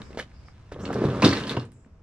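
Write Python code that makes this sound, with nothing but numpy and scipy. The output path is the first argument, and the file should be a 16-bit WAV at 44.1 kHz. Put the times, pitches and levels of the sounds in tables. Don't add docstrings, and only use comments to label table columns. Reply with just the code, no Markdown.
import sys
import numpy as np
from scipy import signal
from scipy.fft import rfft, irfft
from scipy.io import wavfile

SR = 44100
rng = np.random.default_rng(int(sys.argv[2]) if len(sys.argv) > 2 else 0)


def output_pcm(signal):
    pcm = np.clip(np.atleast_2d(signal).T, -1, 1) * 32767
    wavfile.write(sys.argv[1], SR, np.round(pcm).astype(np.int16))


N = 89214

# time in seconds, level in dB.
DRAG_LEVELS = [(0, -35.5), (.05, -55.5), (.16, -45.5), (.28, -64), (.50, -64.5), (.55, -69), (.70, -67),
               (.73, -43.5), (.78, -41.5), (.87, -31.5), (.96, -27), (1.06, -25.5), (1.13, -27.5),
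               (1.21, -28.5), (1.26, -33), (1.31, -24.5), (1.42, -33), (1.58, -32), (1.66, -45),
               (1.72, -61.5), (2.02, -68.5)]
# frequency in Hz, level in dB.
BAG_TONE = [(30, -53.5), (70, 6), (130, 2.5), (280, 0), (450, 0.5), (800, -14), (1150, -11), (1600, -17.5),
            (2300, -32), (4000, -37), (7000, -47.5), (10000, -54), (15000, -73)]
# start in seconds, level in dB, pitch in Hz.
BAG_BUMPS = [(0.761, -22.5, 487), (0.79, -29, 526), (0.83, -22, 170), (.904, -14.5, 720), (.957, -14, 420),
             (0.973, -24.5, 230), (0.985, -18.5, 380), (1.018, -9, 330), (1.040, -9, 420), (1.051, -8, 150),
             (1.055, -14.5, 330), (1.073, -17.5, 240), (1.084, -13, 125), (1.097, -19.5, 400),
             (1.222, -8.5, 560), (1.23, -7, 290), (1.239, -6.5, 250), (1.243, -5, 115), (1.2577, -1.5, 285),
             (1.2648, -2.5, 310), (1.278, -14.5, 260), (1.284, -7, 330), (1.33, -14, 290),
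             (1.335, -49, 200), (1.352, -19, 380), (1.405, -33.5, 480), (1.55, -19, 380), (1.568, -18, 680),
             (1.5703, -12.5, 405), (1.572, -15.5, 115.7), (1.586, -26.5, 260), (1.623, -30.5, 155),
             (1.861, -42, 242)]
# pitch in Hz, width as a share of that pitch, level in dB.
BAG_NOTES = [(126, 0.067, -3.5), (220.4, 0.12, -9.5), (282.8, .08, -8.5), (454.4, 0.017, -16)]
# start in seconds, length in seconds, level in dB.
FABRIC_RASPS = [(0.803, .03, -51.5), (0.927, .025, -41), (1.042, .04, -47.5), (1.495, .03, -36)]
# frequency in Hz, level in dB.
FABRIC_TONE = [(500, -8.5), (1500, 6), (4500, -7.5), (7000, -9.5), (10000, -9.5), (15000, -27)]

# start in seconds, level in dB, pitch in Hz.
CLUB_CLACKS = [(.797, -46, 4100), (.8535, -30.5, 2710), (.8545, -31, 4590), (.876, -38.5, 2780),
               (.905, -34.5, 1150), (.931, -32.5, 1620), (.942, -33.5, 5000), (1.053, -34.5, 3660),
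               (1.102, -38, 3070), (1.221, -19.5, 4330), (1.223, -16, 1020), (1.2265, -15.5, 2440),
               (1.230, -15.5, 1000), (1.238, -16, 1110), (1.243, -19.5, 4200), (1.247, -9, 3970),
               (1.2495, -23, 4280), (1.2525, -16.5, 4900), (1.258, -17, 4240), (1.263, -37, 2800),
               (1.270, -21, 3940), (1.278, -20.5, 4530), (1.292, -20, 4400), (1.305, -26, 4970),
               (1.312, -22.5, 3780), (1.327, -22, 2050), (1.329, -27, 1185), (1.332, -22, 3980),
               (1.338, -24, 3600), (1.371, -22.5, 3900), (1.405, -27, 1390), (1.437, -28.5, 3600),
               (1.470, -29, 3660), (1.479, -38.5, 8870), (1.4945, -21, 3620), (1.506, -45, 4600),
               (1.532, -36, 4150), (1.567, -29, 2750), (1.570, -25, 870), (1.597, -36, 4300),
               (1.650, -52.5, 2700), (1.653, -50.5, 8140), (1.719, -48.5, 9000)]
# pitch in Hz, level in dB.
CLUB_NOTES = [(1018, 5), (1103, 0.5), (1242, -1.5), (1427, -5), (1569, -3), (2020, -18), (2692, -2),
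              (2826, -9), (3435, -15), (3677, -1.5), (4080, -2.5), (4287, -16), (4405, -9), (5112, -4)]
# time in seconds, level in dB.
RATTLE_LEVELS = [(.75, -67), (.92, -52), (1.06, -47), (1.20, -48.5), (1.25, -25.5), (1.30, -33.5),
                 (1.37, -36), (1.45, -45.5), (1.51, -37.5), (1.56, -51), (1.62, -53), (1.70, -76),
                 (1.8, -80.5)]
# frequency in Hz, level in dB.
METAL_TONE = [(300, -4.5), (1000, 0), (1600, 2.5), (2200, -0.5), (3100, -4), (4000, -5), (5500, -8.5),
              (7000, -14.5), (9000, -19), (12000, -37), (15000, -45)]

# start in seconds, level in dB, pitch in Hz.
FOOTFALLS = [(.106, -31, 372), (.147, -28, 380), (0.1734, -16, 445), (0.7203, -20, 494)]
# frequency in Hz, level in dB.
SCUFF_TONE = [(150, -1), (500, 3), (1000, -3), (1900, -3), (2800, -9.5), (4500, -11), (6500, -18),
              (9000, -21.5), (15000, -45)]
# start in seconds, level in dB, pitch in Hz.
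GRIT_SNAPS = [(0.018, -33, 3404), (0.13, -42.5, 2340), (0.1731, -38, 3970), (0.1972, -24.5, 1800),
              (0.226, -39, 3300), (0.315, -51.5, 2000), (.484, -43.5, 1300), (0.717, -42, 1450),
              (0.743, -43, 3400), (1.847, -56, 1614)]
# frequency in Hz, level in dB.
CRUNCH_TONE = [(500, 3.5), (2000, 8.5), (6000, -15), (9000, -15.5), (15000, -34)]

# frequency in Hz, level in dB.
ECHO_TONE = [(40, -21), (250, -13.5), (600, 2.5), (1500, 9.5), (5000, 9), (12000, 5)]
# frequency in Hz, level in dB.
RUMBLE_TONE = [(20, -7), (45, 0.5), (75, 4.5), (130, -3), (250, -15), (600, -25.5), (1300, -28),
               (3000, -65), (15000, -87)]
# frequency in Hz, level in dB.
AIR_TONE = [(200, 9), (600, -1), (1300, -1), (2100, -6), (2700, -8), (4000, -22), (5300, -11), (8000, -19),
            (10000, -32.5), (15000, -41.5)]
# time in seconds, change in dB.
AIR_CHANGES = [(0, 12.5), (.28, -1), (.5, 5), (.55, -2), (.7, -2), (1.7, 3), (1.85, -0.5), (2.02, -3)]
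# time in seconds, level in dB.
OUTDOOR_LEVELS = [(0, -47.5), (.5, -49.5), (1.0, -43.5), (1.7, -53.5), (2.02, -51.5)]
# start in seconds, length in seconds, level in dB, pitch in Hz.
FAR_HISSES = [(0, 0.18, -64, 5070), (0, 0.14, -71, 7540), (.32, 0.16, -67.5, 4900),
              (0.441, 0.1, -63.5, 5040), (0.789, 0.11, -57.5, 5800), (.80, 0.12, -58, 7300),
              (1.703, 0.19, -69.5, 7520)]

CLUB_FADE_S, CLUB_DETUNE = 0.11, 0.0031
LEFT_LAG_S, CLUB_LAG_SPREAD_S = 4.8e-5, 4e-5


def bag():
    body = unit(colour(grains(1100, spread_db=3.76), BAG_TONE)) * swell(DRAG_LEVELS)
    for start, db, hz in BAG_BUMPS:
        shake = undb(-11) * colour(burst(decay_s=0.0071), BAG_TONE)
        add(body, start, undb(db) * (thump(hz, cycles=1.3) + shake))
    hollow = sum(undb(db) * band(body, hz, width) for hz, width, db in BAG_NOTES)
    out = undb(-1.5) * body + hollow
    for start, length, db in FABRIC_RASPS:
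        n = int(length * SR)
        rasp = unit(colour(grains(4500, spread_db=4), FABRIC_TONE))[:n]
        add(out, start, undb(db) * rasp * np.linspace(1, 0, n))
    low_cut = signal.butter(2, 105, "high", fs=SR, output="sos")
    return signal.sosfilt(low_cut, out)


def club_clacks(crack_s=0.0018, ping_s=0.001):
    out, t = np.zeros(N), clock()[:SR // 5]
    for start, db, hz in CLUB_CLACKS:
        ping = undb(-4) * np.sin(2 * np.pi * hz * t) * np.exp(-t / ping_s)
        contact = snap(hz, width=0.3, decay_s=crack_s)
        crack = undb(-7.5) * colour(burst(crack_s), METAL_TONE)
        ring = undb(-26.5) * band(club_ring(scatter_db=-6.5), hz, width=0.8)
        add(out, start, undb(db) * (contact + ping + crack))
        add(out, start, undb(db) * ring)
    return out


def club_rattle(count=3):
    out = 0
    for place in np.linspace(-1, 1, count):
        taps = grains(350, spread_db=1.33) * swell(RATTLE_LEVELS) / np.sqrt(count)
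        ring = club_ring(scatter_db=3.5)
        ringing = signal.fftconvolve(taps, ring / np.linalg.norm(ring))[:N]
        chatter = colour(taps, METAL_TONE) + undb(-6.5) * ringing
        out = out + from_right(chatter, LEFT_LAG_S + place * CLUB_LAG_SPREAD_S)
    return out


def club_ring(scatter_db):
    t = clock()[:SR // 2]
    ring = 0
    for hz, db in CLUB_NOTES:
        strength, tuning, phase = rng.standard_normal(3)
        pitch = hz * (1 + CLUB_DETUNE * tuning)
        ring = ring + undb(db + scatter_db * strength) * np.sin(2 * np.pi * (pitch * t + phase))
    return ring * fade(t, CLUB_FADE_S)


def shoes(slide_peak_s=0.1964, rise_s=0.013, fall_s=0.017):
    t = clock() - slide_peak_s
    slide = np.exp(-np.where(t < 0, (t / rise_s) ** 2, t / fall_s))
    grit = grains(4500, spread_db=2.2)
    rasp = unit(colour(grit, SCUFF_TONE))
    rasp += undb(-15) * unit(band(grit, hz=2100, width=0.3, order=2))
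    rasp += undb(-12.5) * unit(band(grit, hz=2910, width=0.06))
    out = undb(-33) * rasp * slide
    for start, db, hz in FOOTFALLS:
        scuff = undb(-20.5) * colour(burst(decay_s=0.014), SCUFF_TONE)
        add(out, start, undb(db) * (thump(hz, cycles=0.68) + scuff))
    for start, db, hz in GRIT_SNAPS:
        crack = snap(hz, width=0.26, decay_s=0.0012)
        crunch = undb(-3) * colour(burst(decay_s=0.002), CRUNCH_TONE)
        add(out, start, undb(db) * (crack + crunch))
    return out


def echoes(x, fade_s=0.13, build_s=0.0017):
    t = clock()
    shape = fade(t, fade_s) * (1 - np.exp(-t / build_s))
    sides = []
    for _ in range(2):
        bounces = grains(4000, spread_db=2.2) * shape
        echo = signal.fftconvolve(x, bounces / np.linalg.norm(bounces))[:N]
        sides.append(colour(echo, ECHO_TONE))
    return np.array(sides)


def bass_echo(x):
    tail = band(rng.standard_normal(N), hz=148.5, width=1.24, order=2) * fade(clock(), fade_s=0.52)
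    return undb(-11) * np.std(x) * unit(signal.fftconvolve(x, tail)[:N])


def outdoors():
    rumble = colour(rng.standard_normal(N), RUMBLE_TONE)
    sides = []
    for _ in range(2):
        air = undb(-14) * colour(rng.standard_normal(N), AIR_TONE) * swell(AIR_CHANGES)
        side = (rumble + air) * swell(OUTDOOR_LEVELS)
        for start, length, db, hz in FAR_HISSES:
            n = int(length * SR)
            shape = signal.windows.tukey(n, 0.6) * undb(np.linspace(3, -8, n))
            hiss = unit(band(rng.standard_normal(N), hz, width=0.15, order=2))[:n]
            add(side, start, undb(db) * hiss * shape)
        sides.append(side)
    return np.array(sides)


def far_hum(hz=645, db=-72):
    waver = unit(band(rng.standard_normal(N), hz=20, width=0.92))
    pitch = hz * (1 + 0.004 * waver)
    return undb(db) * np.sin(2 * np.pi * np.cumsum(pitch) / SR)


def from_right(x, lag_s, shade_db=2.5, shade_hz=1390):
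    hz = np.arange(N + 1) * SR / (2 * N)
    spectrum = rfft(x, 2 * N)
    shade = undb(shade_db / 2 * hz ** 2 / (hz ** 2 + shade_hz ** 2))
    delay = np.exp(-2j * np.pi * hz * lag_s)
    left, right = spectrum / shade * delay, spectrum * shade
    return irfft(np.array([left, right]))[:, :N]


def thump(hz, cycles, attack_s=0.00035):
    t = clock()[:SR // 5]
    return np.sin(2 * np.pi * hz * t) * np.exp(-t * hz / cycles) * (1 - np.exp(-t / attack_s))


def snap(hz, width, decay_s):
    crack = band(burst(decay_s), hz, width, order=2)
    return crack / np.abs(crack).max()


def burst(decay_s):
    t = clock()[:SR // 5]
    return rng.standard_normal(len(t)) * np.exp(-t / decay_s)


def grains(per_second, spread_db):
    hits = rng.random(N) < per_second / SR
    sizes = undb(spread_db * np.clip(rng.standard_normal(N), -2, 2))
    return unit(hits * rng.choice([-1, 1], N) * sizes)


def colour(x, tone):
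    hz, db = np.array(tone).T
    grid_hz = np.arange(2049) * SR / 4096
    gain = unit(undb(np.interp(np.log(grid_hz + 1), np.log(hz), db)))
    cepstrum = irfft(np.log(gain))
    cepstrum[1:2048] *= 2
    cepstrum[2049:] = 0
    response = irfft(np.exp(rfft(cepstrum)))
    return signal.fftconvolve(x, response)[:len(x)]


def band(x, hz, width, order=1):
    edges = np.clip([hz / (1 + width / 2), hz * (1 + width / 2)], 10, SR / 2 - 10)
    return signal.sosfilt(signal.butter(order, edges, "band", fs=SR, output="sos"), x)


def fade(t, fade_s):
    return np.exp(-np.log(1000) * t / fade_s)


def swell(levels):
    return undb(np.interp(clock(), *np.array(levels).T))


def add(out, start_s, x):
    i = max(int(start_s * SR), 0)
    out[i:i + len(x)] += x[:N - i]


def undb(db):
    return 10 ** (np.asarray(db) / 20)


def unit(x):
    return x / np.sqrt(np.mean(x ** 2))


def clock():
    return np.arange(N) / SR


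def scene():
    knocks = club_clacks()
    chatter = club_rattle()
    dull = bag() + shoes()
    clatter = knocks + chatter.mean(axis=0)
    direct = from_right(dull + knocks, LEFT_LAG_S) + chatter
    yard_echo = undb(-11) * echoes(dull + clatter)
    club_echo = undb(-8) * echoes(clatter)
    return direct + yard_echo + club_echo + bass_echo(dull) + outdoors() + far_hum()


def record(dry):
    return signal.sosfilt(signal.ellip(8, 0.2, 70, 15800, fs=SR, output="sos"), dry)


dry = scene()
out = record(dry)
output_pcm(out)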